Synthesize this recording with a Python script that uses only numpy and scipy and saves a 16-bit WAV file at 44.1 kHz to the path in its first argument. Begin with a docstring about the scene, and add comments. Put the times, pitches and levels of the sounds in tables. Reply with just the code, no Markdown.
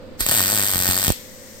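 """A short wire-feed weld on a metal workbench, microphone close in, the arc a little to the left.
A cooling fan runs alone, then shielding gas starts to hiss. At 0.2 s the arc strikes with stray cracks
and settles into a buzz, the wire shorting and burning back about a hundred times a second. Molten metal
sizzles between the pops, droplets knock, and the hardest bursts thump the microphone.
Near 1.1 s the arc sputters out, and the gas hisses on over the fan."""
import sys
import numpy as np
from scipy import signal
from scipy.fft import rfft, irfft
from scipy.io import wavfile
from scipy.ndimage import uniform_filter1d

SR = 44100
rng = np.random.default_rng(int(sys.argv[2]) if len(sys.argv) > 2 else 0)


def wav_record(signal):
    """Record a signal, one row per channel, as 16-bit PCM in the file named by sys.argv[1]."""
    frames = np.transpose(np.atleast_2d(signal))
    bounded = np.clip(frames, -1, 1)
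    # unit amplitude maps onto the largest positive 16-bit level
    quanta = np.round(bounded * 32767).astype(np.int16)
    wavfile.write(sys.argv[1], SR, quanta)


N = 70560


def arc():
    """Each short circuit ends in a snap and a ragged spray of noise; steady pops add a puff of air."""
    # Stray cracks as the arc strikes and dies: t/s, level/dB, spray relative to the crack/dB
    cracks = [(0.2066, 1.5, 2.5), (0.2096, -12, 5), (0.2644, 1.5, 4.5), (.2876, -2.5, 11.5),
              (0.2949, 3, -6), (.3123, -1.5, 8), (.316, -5, -2), (0.3183, 0, 4), (1.0467, 1.5, -2),
              (1.0508, -3, -4), (1.0602, -1.5, -21), (1.0679, 3, -8), (1.0805, 2.5, 2), (1.0916, -0.5, -3),
              (1.103, -4, 7.5), (1.1216, -5, 2)]
    spray_db, spray_s, spray_low_hz = -4, 0.0014, 424
    puff_db, puff_s = -45, 0.0015
    pop_times, pop_db, puff_sizes = pops()
    crack_times, crack_db, extra_db = np.transpose(cracks)
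    t = np.arange(N) / SR
    buzz = clicks(pop_times, amp(pop_db))
    snaps = buzz + clicks(crack_times, amp(crack_db))
    spray_starts = buzz + clicks(crack_times, amp(crack_db + extra_db))
    fade = np.exp(-t / spray_s)
    spray = convolve(spray_starts, fade / np.linalg.norm(fade))[0] * rng.standard_normal(N)
    spray = signal.lfilter(*signal.butter(1, spray_low_hz, "high", fs=SR), spray)
    puff_shape = (1 - t / puff_s) * np.exp(-t / puff_s)
    puffs = convolve(clicks(pop_times, puff_sizes), puff_shape)[0]
    return lag_treble(snaps + amp(spray_db) * spray) + amp(puff_db) * puffs


def pops():
    """Times, levels and puff sizes of the steady pops: one per short circuit, never quite regular."""
    # Wire shorting and burning back: t/s, rate/Hz
    pop_rate = [(0.3247, 123.4), (0.3552, 118.8), (0.4109, 90.5), (0.4956, 98.6), (0.533, 108.7),
                (0.6188, 99.2), (0.6503, 99.7), (0.6704, 105.0), (0.7355, 92.4), (0.8341, 90.2),
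                (0.8717, 93.0), (0.9558, 88.7), (0.9759, 97.6), (1.044, 94.1)]
    # Strength of the pops: t/s, level/dB
    pop_level = [(.325, 0), (.39, 2.5), (.49, -.5), (.6, 1), (.7, -1.5), (.84, 0), (.89, 2.5), (.955, -1),
                 (.98, 2), (1.01, -4.5), (1.04, 1.5)]
    spread_db, jitter_s = 0.26, .00015
    when, rate = np.transpose(pop_rate)
    t = np.arange(when[0], when[-1], 1 / SR)
    cycles = np.cumsum(np.interp(t, when, rate)) / SR
    times = np.interp(np.arange(cycles[-1]), cycles, t)
    spread, jitter, puff_sizes = rng.standard_normal((200, 3))[:len(times)].T
    level_db = np.interp(times, *np.transpose(pop_level)) + spread_db * spread
    return times + jitter_s * jitter, level_db, puff_sizes


def lag_treble(x, lag_s=0.0002745, from_hz=5860):
    """The bright ring of a snap arrives just after its first push."""
    hz = np.fft.rfftfreq(N, 1 / SR)
    delay = lag_s * (1 - 1 / (1 + (hz / from_hz) ** 6))
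    phase = 2 * np.pi * np.cumsum(delay) * SR / N
    return irfft(rfft(x) * np.exp(-1j * phase), N)


def knocks():
    """Larger droplets burst with a hollow knock, ringing for a cycle or two."""
    # Bursting droplets: t/s, level/dB, f/Hz, decay/s
    droplets = [(0.318, -26, 640, 0.0038), (0.4052, -9, 1540, 0.00035), (0.4174, -25, 250, 0.0014),
                (0.5288, -20, 600, 0.00077), (0.6055, -21, 510, 0.00091), (0.7566, -16, 1730, 0.00037),
                (0.89, -29, 1700, 0.00036), (1.1028, -13.5, 765, 0.00071)]
    out = np.zeros(N)
    for start, db, hz, decay in droplets:
        t = np.maximum(np.arange(N) / SR - start, 0)
        out += amp(db) * np.sin(2 * np.pi * hz * t) * np.exp(-t / decay)
    return out


def sizzle(bursts_per_s=14000, spread_db=2):
    """Thousands of tiny bursts a second from the molten pool and its sparks."""
    # Strength of the sizzle: t/s, level/dB
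    pool_level = [(.186, -71), (.193, -38), (.205, -24), (.212, -25), (.25, -32.5), (.30, -25.5),
                  (.33, -25.5), (.45, -28.5), (.72, -30.5), (.855, -33), (.885, -26), (.97, -31.5),
                  (1.085, -29.5), (1.122, -37), (1.135, -63)]
    sizes = amp(spread_db * np.minimum(rng.exponential(1, N), 3))
    grains = sizes * rng.standard_normal(N) * (rng.random(N) < bursts_per_s / SR)
    return amp(curve(pool_level)) * grains / grains.std()


def thumps(damping=0.41):
    """A brief push of air on the microphone, followed by a slow rebound."""
    # The hardest bursts: t/s, left/dB, right/dB, push length/s, rebound f/Hz
    bursts = [(0.21, -34, -18.5, 0.0017, 30), (0.2284, -29, -30, 0.005, 22), (0.2957, -27, -35, .001, 50),
              (0.735, -39, -19.5, 0.00082, 55), (0.7582, -30, -16, 0.00052, 56),
              (0.7806, -35, -21, 0.00041, 55), (0.802, -36, -21, 0.001, 55),
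              (0.8895, -38, -11.5, 0.00066, 54.5), (0.9011, -21, -25, 0.00055, 55),
              (1.0805, -17, -9, 0.00066, 55.4), (1.0942, -14.5, -21.5, 0.00036, 56),
              (1.103, -36, -1.5, 0.00042, 51.6)]
    out = np.zeros((2, N))
    for start, left_db, right_db, length, rebound_hz in bursts:
        age = np.maximum(np.arange(N) / SR - start, 0) / length
        push = 2 * age ** 2 * np.exp(-age)
        omega = 2 * np.pi * rebound_hz
        rebound = signal.bilinear([1, 0, 0], [1, 2 * damping * omega, omega ** 2], SR)
        out -= amp([[left_db], [right_db]]) * signal.lfilter(*rebound, push)
    return out


def workshop(room_db=-7, room_delay_s=0.0091):
    """From weld to microphone: direct sound, echoes off nearby metal, the room's tail, ringing parts."""
    # Reverberation of the workshop: f/Hz, T60/s
    room_t60 = [(100, 0.11), (1000, 0.11), (2200, 0.15), (5000, 0.34), (9000, 0.33), (13000, 0.25)]
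    # Colour of all the echoes: f/Hz, level/dB
    echo_colour = [(60, 0), (400, -11), (1200, -10.5), (2000, 3), (4500, 2), (8500, -10.5), (13000, -3),
                   (16000, -17)]
    # Metal parts ringing with the pops: f/Hz, level/dB, T60/s
    parts = [(1530, -41.5, 0.063), (1846, -40, 0.08), (3186, -47, 0.059), (4760, -47.5, 0.043),
             (4870, -45, 0.046)]
    t = np.arange(SR // 2) / SR
    hz, frame_s, spectra = signal.stft(rng.standard_normal((2, len(t))), SR, nperseg=256)
    spectra *= np.exp(-np.log(1000) * frame_s / read(room_t60, hz)[:, None])
    tail = signal.istft(spectra, SR, nperseg=256)[1][:, :len(t)] * (t > room_delay_s)
    clamps = scatter(delay_s=.0003, fade_s=0.09, left_db=-7.5, right_db=-13.5)
    bench = scatter(delay_s=.0032, fade_s=0.02, left_db=-8, right_db=-8.5)
    echoes = clamps + bench + amp(room_db) * tail / np.linalg.norm(tail[0])
    echo_gain = amp(read(echo_colour, np.fft.rfftfreq(len(t), 1 / SR)))
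    path = irfft(rfft(echoes) * echo_gain, len(t))
    path[:, 0] += 1  # direct sound
    for f, db, t60 in parts:
        path += amp(db) * np.exp(-np.log(1000) * t / t60) * np.cos(2 * np.pi * f * t)
    return path


def scatter(delay_s, fade_s, left_db, right_db):
    """A dense cluster of early echoes off metal near the weld."""
    t = np.arange(SR // 2) / SR - delay_s
    taps = rng.choice([-1., 1.], (2, len(t))) * (t > 0) * np.exp(-abs(t) / fade_s)
    return amp([[left_db], [right_db]]) * taps / np.linalg.norm(taps, axis=1, keepdims=True)


def gas(start_s=0.173, rise_s=0.023):
    """Shielding gas leaves the nozzle just before the strike and keeps flowing after the arc."""
    # Hiss of the nozzle: f/Hz, left/dB, right/dB
    hiss_colour = [(500, -64, -64), (1310, -49, -53), (1950, -36, -34), (2500, -46, -46.5),
                   (4600, -45.5, -41.5), (5140, -37, -43), (6300, -36, -47), (7540, -37.5, -46),
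                   (8800, -37, -47), (9400, -51, -66), (12100, -49, -53), (13600, -39, -43),
                   (15500, -46, -50)]
    flow = np.clip((np.arange(N) / SR - start_s) / rise_s, 0, 1)
    return colour(rng.standard_normal((2, N)), hiss_colour) * flow


def fan(waver_depth=0.0058, mono_below_hz=680):
    """The cooling fan behind it all: rushing air, centred in the bass, and a few wavering tones."""
    # Rush of air: f/Hz, left/dB, right/dB
    air_colour = [(19.8, -56, -17), (60, -26.5, -24.5), (131, -32.5, -28), (240, -23, -25.5),
                  (432, -31.5, -32), (558, -24.5, -23), (694, -36, -40.5), (1170, -39.5, -39),
                  (2500, -47, -47), (4800, -52, -46.5), (5700, -59, -59), (8360, -54, -68),
                  (9800, -94, -84), (13000, -75, -67), (16000, -86, -68)]
    # Hum of the fan: f/Hz, level/dB
    tones = [(91.5, -54), (215.3, -52.5), (463, -55), (511.4, -48.5)]
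    # A little quieter from the strike onwards: t/s, level/dB
    fan_level = [(.19, 0.5), (.22, -3.5)]
    left, unrelated = rfft(rng.standard_normal((2, N)))
    coherence = 1 / (1 + (np.fft.rfftfreq(N, 1 / SR) / mono_below_hz) ** 2)
    right = coherence * left + np.sqrt(1 - coherence ** 2) * unrelated
    air = colour(irfft([left, right], N), air_colour)
    waver = uniform_filter1d(rng.standard_normal(N), size=3000)
    clock = np.cumsum(1 + waver_depth * waver / waver.std()) / SR
    hum = sum(np.sqrt(2) * amp(db) * np.sin(2 * np.pi * (hz * clock + rng.random())) for hz, db in tones)
    return amp(curve(fan_level)) * (air + hum)


def amp(db):
    """Decibels to gain."""
    return 10 ** (np.asarray(db) / 20)


def curve(points):
    """A control curve at every sample."""
    return np.interp(np.arange(N) / SR, *np.transpose(points))


def read(points, hz, column=1):
    """One column of a spectrum table on a log-frequency axis."""
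    table = np.transpose(points)
    return np.interp(np.log(hz + 1), np.log(table[0]), table[column])


def clicks(times, sizes):
    """A train of single-sample clicks."""
    return np.bincount(np.round(times * SR).astype(int), sizes, N)[:N]


def convolve(x, response):
    """Convolution along time, cut to the scene's length."""
    return signal.fftconvolve(np.atleast_2d(x), np.atleast_2d(response), axes=1)[:, :N]


def colour(x, table):
    """Minimum-phase filter with a left and a right spectrum."""
    hz = abs(np.fft.fftfreq(4096, 1 / SR))
    log_gain = np.log(amp([read(table, hz, column=1), read(table, hz, column=2)]))
    spectrum = np.exp(np.conj(signal.hilbert(log_gain)))
    return convolve(x, np.fft.ifft(spectrum).real)


def scene():
    """Close to the bench; the arc lies a little to the left, so it reaches the right channel later."""
    # Colour of one snap at the microphone: f/Hz, left/dB, right/dB
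    snap_colour = [(25, -22.5, -21), (86, 8.5, 9), (210, 10, 8), (475, 1, -1.5), (585, 2.5, 8),
                   (1170, 5, 0), (1900, 0, 3), (2400, -7, 3), (3570, 1, 1.5), (4900, -6.5, 3),
                   (5330, 5, -6.5), (7020, 4.5, 0.5), (7140, 12, 5), (8670, 13.5, 8), (9650, 3, -23),
                   (11280, -4.5, -19), (11260, 7.5, 0.5), (13400, 11, 7), (15500, 7.5, -1),
                   (15700, -6.5, -9)]
    # Colour of the sizzle at the microphone: f/Hz, left/dB, right/dB
    sizzle_colour = [(100, -2, -2.5), (600, -6, -6), (1900, -2, 3), (2600, -0.5, -1), (4500, -1, 7),
                     (5770, -4, 1.5), (6660, -3, 2), (7500, 0, 4), (8700, 9.5, 7), (9570, -5.5, -4),
                     (11300, -2, -9), (11420, 4, 8), (12900, 9, 15), (15100, -2.5, -7)]
    right_lag_s = .00021
    path = workshop()
    crackle = colour(convolve(arc() + knocks(), path), snap_colour)
    pool = colour(convolve(sizzle(), path), sizzle_colour)
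    left, right = crackle + pool
    weld = np.array([left, np.roll(right, round(right_lag_s * SR))])
    return weld + thumps() + gas() + fan()


def record(dry):
    """The tallest peaks are rounded off, then the highest treble is cut."""
    ceiling, edge_hz = .85, 16100
    rounded = dry / (1 + (dry / ceiling) ** 6) ** (1 / 6)
    low_pass = signal.firwin(401, edge_hz, window=("kaiser", 8), fs=SR)
    return signal.oaconvolve(rounded, low_pass[None], "same")


dry = scene()
out = record(dry)
wav_record(out)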